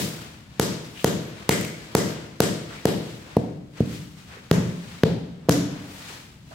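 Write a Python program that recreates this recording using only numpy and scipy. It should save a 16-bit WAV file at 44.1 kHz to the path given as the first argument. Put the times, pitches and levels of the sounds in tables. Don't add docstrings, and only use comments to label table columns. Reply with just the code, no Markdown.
import sys
import numpy as np
from scipy import signal
from scipy.fft import rfft, irfft
from scipy.io import wavfile
from scipy.ndimage import uniform_filter1d

SR = 44100
rng = np.random.default_rng(int(sys.argv[2]) if len(sys.argv) > 2 else 0)


def to_wav(sig):
    pcm = np.clip(np.atleast_2d(sig), -1, 1) * 32767
    pcm = np.round(pcm).astype(np.int16)
    wavfile.write(sys.argv[1], SR, pcm.T)


def field_ratio(decibels):
    return 10 ** (np.asarray(decibels, dtype=float) / 20)


N = 288414
LEAD = SR // 4

# (time [s], slap [dB], thud [dB], knock [dB], contact [ms])
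BLOWS = [(0.5961, -8, -21, -16, 1), (1.0435, -8.5, -19, -14.5, 0.88), (1.4914, -5, -19.5, -14.5, 0.88),
         (1.95, -7, -19.5, -13, 0.94), (2.403, -6, -19, -14, 0.78), (2.8537, -11, -19.5, -12.5, 1.15),
         (3.367, -24, -15.5, -12, 1.03), (3.804, -30.5, -14, -14.5, 2), (4.5119, -8, -14, -14, 1.17),
         (5.034, -9, -13, -9, 1.5), (5.4863, -24, -25.5, -14, 1.2), (5.4926, -8, -14, -15.5, 0.74)]
EARLIER_BLOW = (-.07, -11, -19.5, -18, .9)
# (time [s], slap [dB])
TOUCHES = [
    (1.6107, -24),
    (1.6483, -26),
]
MOVE_TIMES_S = [3.2, 4.2, 4.9, 5.49]
SPOT_TREBLE_DB = [-11.5, -12, -18, -24.5, -10]
# (frequency [Hz], level [dB])
SLAP_SPECTRUM = [(300, -5), (800, 3.5), (1600, 3.5), (2500, -4), (4500, -1.5), (7000, -1.5), (10000, -2.5),
                 (14000, -3.5), (17000, -16)]
# (frequency [Hz], left minus right [dB])
SLAP_LEAN = [(300, 5.5), (3500, -1), (5500, 7), (8000, 2.5), (11000, -2), (14000, 0)]
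# (delay [s], level [dB])
FLOOR_ECHO = (0.00421, -20)
# (time [s], level [dB], frequency [Hz], T60 [s], pan [dB])
TICKS = [
    (1.512, -13.5, 2120, 0.013, 0),
    (1.535, -27, 2020, 0.028, 16),
    (1.6492, -23, 2430, 0.0084, -4),
    (2.0, -28.5, 2010, 0.053, -2),
    (4.37, -28, 432, 0.021, -3),
    (5.523, -12, 5230, 0.0033, -12),
    (6.102, -25.5, 425, 0.017, 7),
    (6.519, -41, 630, 0.09, 0),
]
# (frequency [Hz], T60 [s])
HALL_T60 = [(60, 1), (160, 0.91), (420, 0.79), (650, 0.73), (1300, 0.68), (2900, 0.77), (7000, 0.61),
            (14000, 0.41)]
# (frequency [Hz], level [dB])
HALL_SPECTRUM = [(45, -20), (80, -5.5), (160, 1), (420, -5), (640, 0.5), (950, -5), (1400, -3.5),
                 (2900, -0.5), (7000, 2.5), (15000, -3)]
# (delay [s], level [dB], pan [dB])
WALL_ECHOES = [(0.0157, -18.5, 14), (0.0315, -18.5, 16)]
# (frequency [Hz], level [dB], T60 [s])
SPOT_MODES = [
    [(110.4, -1.5, 0.7), (158.2, -5.5, 1), (210.3, 0, 0.63), (311.3, -4.5, 0.98), (340.5, -3.5, 0.99),
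     (454, 1, 0.28)],
    [(104.6, -13, 1.0), (123.7, -3.5, 0.4), (175, -15, 0.4), (230.6, 4.5, 0.33), (299.6, -3.5, 0.88)],
    [(120, -4, 1.0), (171, 0.5, 0.82), (177.7, 0, 1), (414, 4.5, 0.26)],
    [(129.3, -2.5, 0.57), (164, -2.5, 0.8), (174, -5, 1), (450.5, 1, 0.21)],
    [(129, 3, 0.5), (167.5, -5.5, 0.94), (193, -2, 0.84), (266, 3.5, 0.78), (288, 7.5, 0.89),
     (300, 7.5, 0.69)],
]
# (bass [dB], treble [dB])
SPOT_REACH = [(1, 1.5), (-5, -6), (1, 0), (-2.5, -4), (-1.5, 2.5)]
# (frequency [Hz], correlation [0-1])
CHANNEL_LIKENESS = [(60, 1), (180, 0.92), (400, 0.68), (800, 0.063), (1600, 0), (5000, 0), (15000, 0)]
# (frequency [Hz], left minus right [dB])
DIFFUSE_LEAN = [(60, 1.5), (500, 2.6), (2000, 2.5), (6000, 3), (8000, 5.5), (10500, -1), (13000, 4),
                (16000, -5)]
# (peak time [s], level [dB], rise [s], fall [s], tilt [dB/octave])
SCUFFS = [(0.005, -31, .05, 0.16, 5.3), (.25, -46, 0.9, 0.26, 0.5), (.7, -42.5, 0.15, 0.27, 0.5),
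          (.85, -48, 0.026, 0.079, 3), (1.02, -44, 0.12, 0.092, 4.5), (1.43, -47, 0.95, 0.34, -0.5),
          (1.8, -48, 0.26, 0.55, 1.4), (2.1, -43.5, 0.32, 0.34, -1), (2.62, -49.5, 0.3, .2, 1),
          (2.74, -44.5, 0.13, 0.35, 0), (3.1, -46.5, 0.45, 0.39, 1.8), (3.32, -49.5, 0.17, 0.28, -2),
          (3.781, -46.5, 0.037, 0.23, -1), (3.94, -42.5, 0.16, 0.21, 2.7), (4.19, -51.5, 0.073, 0.43, 1.7),
          (4.31, -49, 0.043, 0.3, -1), (4.7, -49, .3, 0.16, 2), (4.92, -45.5, 0.35, 0.36, 1),
          (5.75, -50, 0.36, 0.41, -3), (5.95, -52.5, .25, 0.28, 6.5), (6.12, -41.5, 0.39, 0.22, 1.7),
          (6.53, -51.5, 0.14, .1, 2)]
# (frequency [Hz], level [dB])
GRIT_SPECTRUM = [(200, -13), (500, -10), (1200, -9.5), (2500, -11), (4200, -14.5), (8000, -24),
                 (12000, -33), (15800, -38)]
# (time [s], length [s], level [dB], frequency [Hz], width [Hz])
CHATTER = [(.945, 0.098, -42, 2840, 900), (1.57, 0.25, -47, 2190, 190), (2.03, 0.13, -53, 12600, 1700),
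           (1.996, .12, -43, 1900, 250), (2.703, 0.049, -41, 1500, 600), (2.748, .06, -45, 2200, 350),
           (4.308, 0.11, -48, 1860, 800), (6.512, .03, -46.5, 1360, 450), (6.505, .04, -48, 640, 120),
           (1.2, 0.14, -61, 12000, 1800), (.915, .008, -59, 11300, 1500)]
# (frequency [Hz], level [dB])
SITE_SPECTRUM = [(15, -41), (28, -10), (65, 14), (190, 11.5), (320, -1), (480, -12.5), (900, -13),
                 (3000, -47), (7000, -38), (10000, -48), (15800, -44)]
# (frequency [Hz], gain [dB])
MIC_RESPONSE = [(100, 0), (5000, 0), (8000, 1.5), (9600, 0.5), (11500, 3.1), (13000, 2.5), (15500, 5.5)]


def read(points, hz):
    f, value = np.transpose(points)
    return np.interp(np.log(hz + 1), np.log(f + 1), value)


def evened(x):
    return x / np.sqrt(np.mean(x ** 2) + 1e-20)


def add(mix, start_s, sound):
    part = mix[..., LEAD + round(start_s * SR):][..., :sound.shape[-1]]
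    part += sound[..., :part.shape[-1]]


def ring(hz, t60_s, t):
    return field_ratio(-60 * t / t60_s) * np.sin(2 * np.pi * hz * t)


def sides(pan_db):
    return field_ratio(np.array([[pan_db / 2], [-pan_db / 2]]))


def wide_noise(field_db, size, likeness):
    frames, hz = size // 128 + 6, np.fft.rfftfreq(512, 1 / SR)[:, None]
    a, b, c, d = rng.standard_normal((frames, len(hz), 4)).T
    left, other = a + 1j * b, c + 1j * d
    same = np.clip(likeness * read(CHANNEL_LIKENESS, hz), -1, 1)
    z = np.array([left, same * left + np.sqrt(1 - same ** 2) * other])
    lean_db = read(DIFFUSE_LEAN, hz) / 2
    z *= field_ratio(field_db(hz, np.arange(frames) * 128 / SR) + np.array([lean_db, -lean_db]))
    z *= hz < 15900
    return signal.istft(z, nperseg=512, noverlap=384)[1][:, :size]


def blow_body(thud_db, knock_db, contact_ms, t):
    contact = np.sin(np.pi * np.minimum(1000 * t / contact_ms, 1)) ** 2
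    thud = ring(155, 0.026, np.maximum(t - .0006, 0))
    knock = .5 * ring(700, .011, t) * np.minimum(t / .0024, 1) - ring(440, .017, t)
    rebound = 0.88 * ring(810, 0.01, np.maximum(t - .0015, 0)) + 0.078 * ring(1200, 0.0056, t)
    body = field_ratio(thud_db + 12) * thud + field_ratio(knock_db + 8.5) * (knock + rebound)
    body = signal.fftconvolve(body, contact / contact.sum())[:len(t)]
    delay_s, echo_db = FLOOR_ECHO
    body = body + field_ratio(echo_db) * np.roll(body, round(delay_s * SR))
    return signal.lfilter(*signal.butter(2, 70, "high", fs=SR), body)


def slap(slap_db, treble_db, t):
    hz = np.fft.rfftfreq(len(t), 1 / SR)
    treble_slope = np.clip(np.log2(hz / 3500 + 1e-9) / 1.35, 0, 1)
    colour = field_ratio(read(SLAP_SPECTRUM, hz) + (treble_db + 3.5) * treble_slope)
    colour = colour * field_ratio(np.outer([.5, -.5, 0], read(SLAP_LEAN, hz)))
    shared, *own, tint = rng.standard_normal((4, len(t)))
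    squeeze_db = -1800 * t - 60 * np.maximum(t - .0022, 0) / 0.0092
    onset = np.clip((t - .0002) / 0.00053, 0, 1)
    z = rfft((shared + 0.93 * np.array(own)) * field_ratio(squeeze_db) * onset)
    close = z / abs(z) ** .6
    tint = uniform_filter1d(uniform_filter1d(tint, size=150), size=150)
    tint_db = 1.5 * evened(tint)[:len(hz)]
    far = field_ratio(tint_db) * np.exp(-2j * np.pi * hz * (.0015 + hz * 4e-8))
    puff = irfft(np.vstack([close, far]) * colour)
    puff[:, 1000:] = 0
    rms = np.sqrt(np.mean(puff ** 2, axis=1))
    return field_ratio(slap_db - 22.5) * puff / rms[[0, 0, 2], None]


def blow(slap_db, thud_db, knock_db, treble_db, contact_ms):
    t = np.arange(4096) / SR
    return blow_body(thud_db, knock_db, contact_ms, t) + slap(slap_db, treble_db, t)


def tick(level_db, hz, t60_s, pan_db):
    t = np.arange(SR) / SR
    pair = ring(hz, t60_s, t) + .5 * ring(hz * 1.55, t60_s * .4, t)
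    pair *= np.minimum(t * hz / 1.8, 1)
    return field_ratio(level_db) * sides(pan_db)[[0, 1, 0]] * pair


def hall(modes, bass_db, treble_db):
    t = np.arange(round(1.3 * SR)) / SR
    reach = [(600, bass_db), (1500, treble_db)]

    def field_db(hz, s):
        return read(HALL_SPECTRUM, hz) + read(reach, hz) - 60 * s / read(HALL_T60, hz)
    tail = wide_noise(field_db, len(t), 0.98)
    tail *= np.interp(t, [.002, .004, .011, .016, .03], [0, .25, .3, .8, 1])
    tail *= field_ratio(-3.0) / 400
    echoes = np.zeros_like(tail)
    for delay_s, db, pan_db in WALL_ECHOES:
        echoes[:, round(delay_s * SR)] = field_ratio(db + treble_db) * sides(pan_db)[:, 0]
    tail = tail + signal.lfilter(*signal.butter(2, [2500, 11000], "band", fs=SR), echoes)
    for hz, db, t60_s in modes:
        tail += field_ratio(db - 56.5) * ring(hz, t60_s, t) * np.minimum(t / 0.015, 1)
    return tail


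def knocks():
    spots = np.zeros((len(SPOT_MODES), 3, LEAD + N))
    for s, slap_db in TOUCHES:
        add(spots[0], s, blow(slap_db, -73, -73, treble_db=-5, contact_ms=0.62))
    for s, slap_db, thud_db, knock_db, contact_ms in [EARLIER_BLOW] + BLOWS:
        spot = np.searchsorted(MOVE_TIMES_S, s)
        add(spots[spot], s, blow(slap_db, thud_db, knock_db, SPOT_TREBLE_DB[spot], contact_ms))
    for s, *settings in TICKS:
        add(spots[np.searchsorted(MOVE_TIMES_S, s)], s, tick(*settings))
    mix = spots.sum(0)[:2]
    for source, modes, reach in zip(spots, SPOT_MODES, SPOT_REACH):
        mix = mix + signal.fftconvolve(source[2:], hall(modes, *reach), axes=1)[:, :LEAD + N]
    return mix[:, LEAD:]


def scuffs():
    peak_s, level_db, rise_s, fall_s, tilt_db = np.transpose(SCUFFS)[:, :, None]
    flicker = evened(uniform_filter1d(rng.standard_normal(N // 128 + 6), size=3))

    def field_db(hz, t):
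        away = np.maximum((peak_s - t) / rise_s, (t - peak_s) / fall_s)
        swell = field_ratio(2 * (level_db - 15 * away))
        colour = field_ratio(2 * tilt_db.T * np.log2(hz / 4000 + 0.017))
        drags_db = 10 * np.log10(colour @ swell + 1e-12)
        return read(GRIT_SPECTRUM, hz) + drags_db + 0.79 * flicker
    return field_ratio(22.5) * wide_noise(field_db, N, 1.0) / np.sqrt(257)


def chatter():
    mix, t = np.zeros((2, LEAD + N)), np.arange(SR // 2) / SR
    clicks_per_cycle, fade_db = 0.41, -3.5
    for s, length_s, db, hz, width_hz in CHATTER:
        hit, size = rng.random((2, 2, len(t)))
        clicks = (hit < clicks_per_cycle * hz / SR) * np.log(size + 1e-9) * (t < length_s)
        resonance = ring(hz, 2.2 / width_hz, t) * np.minimum(t * width_hz * 3, 1)
        rung = signal.fftconvolve(clicks, resonance[None, :1024], axes=1)[:, :len(t)]
        ends = np.clip(np.minimum(8 * t / length_s, 2.5 * (1.1 - t / length_s)), 0, 1)
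        level = np.sqrt(length_s / t[-1]) * field_ratio(db + fade_db * t / length_s)
        add(mix, s, evened(rung) * level * ends)
    return mix[:, LEAD:]


def site():
    return field_ratio(-47.5) * evened(wide_noise(lambda hz, s: read(SITE_SPECTRUM, hz) + 0 * s, N, 1.0))


def scene():
    return knocks() + scuffs() + chatter() + site()


def roll_off(x):
    return signal.sosfilt(signal.butter(12, 17160, fs=SR, output="sos"), x)


def record(dry):
    x = signal.lfilter(*signal.butter(3, 58, "high", fs=SR), dry)
    x = irfft(rfft(x) * field_ratio(read(MIC_RESPONSE, np.fft.rfftfreq(N, 1 / SR))), N)
    x = x / (1 + (abs(x) / .97) ** 4) ** (1 / 4)
    lowpass = signal.firwin(255, 16700, window=("kaiser", 8), fs=SR)
    x = signal.oaconvolve(x, lowpass[None], "same")
    return roll_off(x)


dry = scene()
out = record(dry)
to_wav(out)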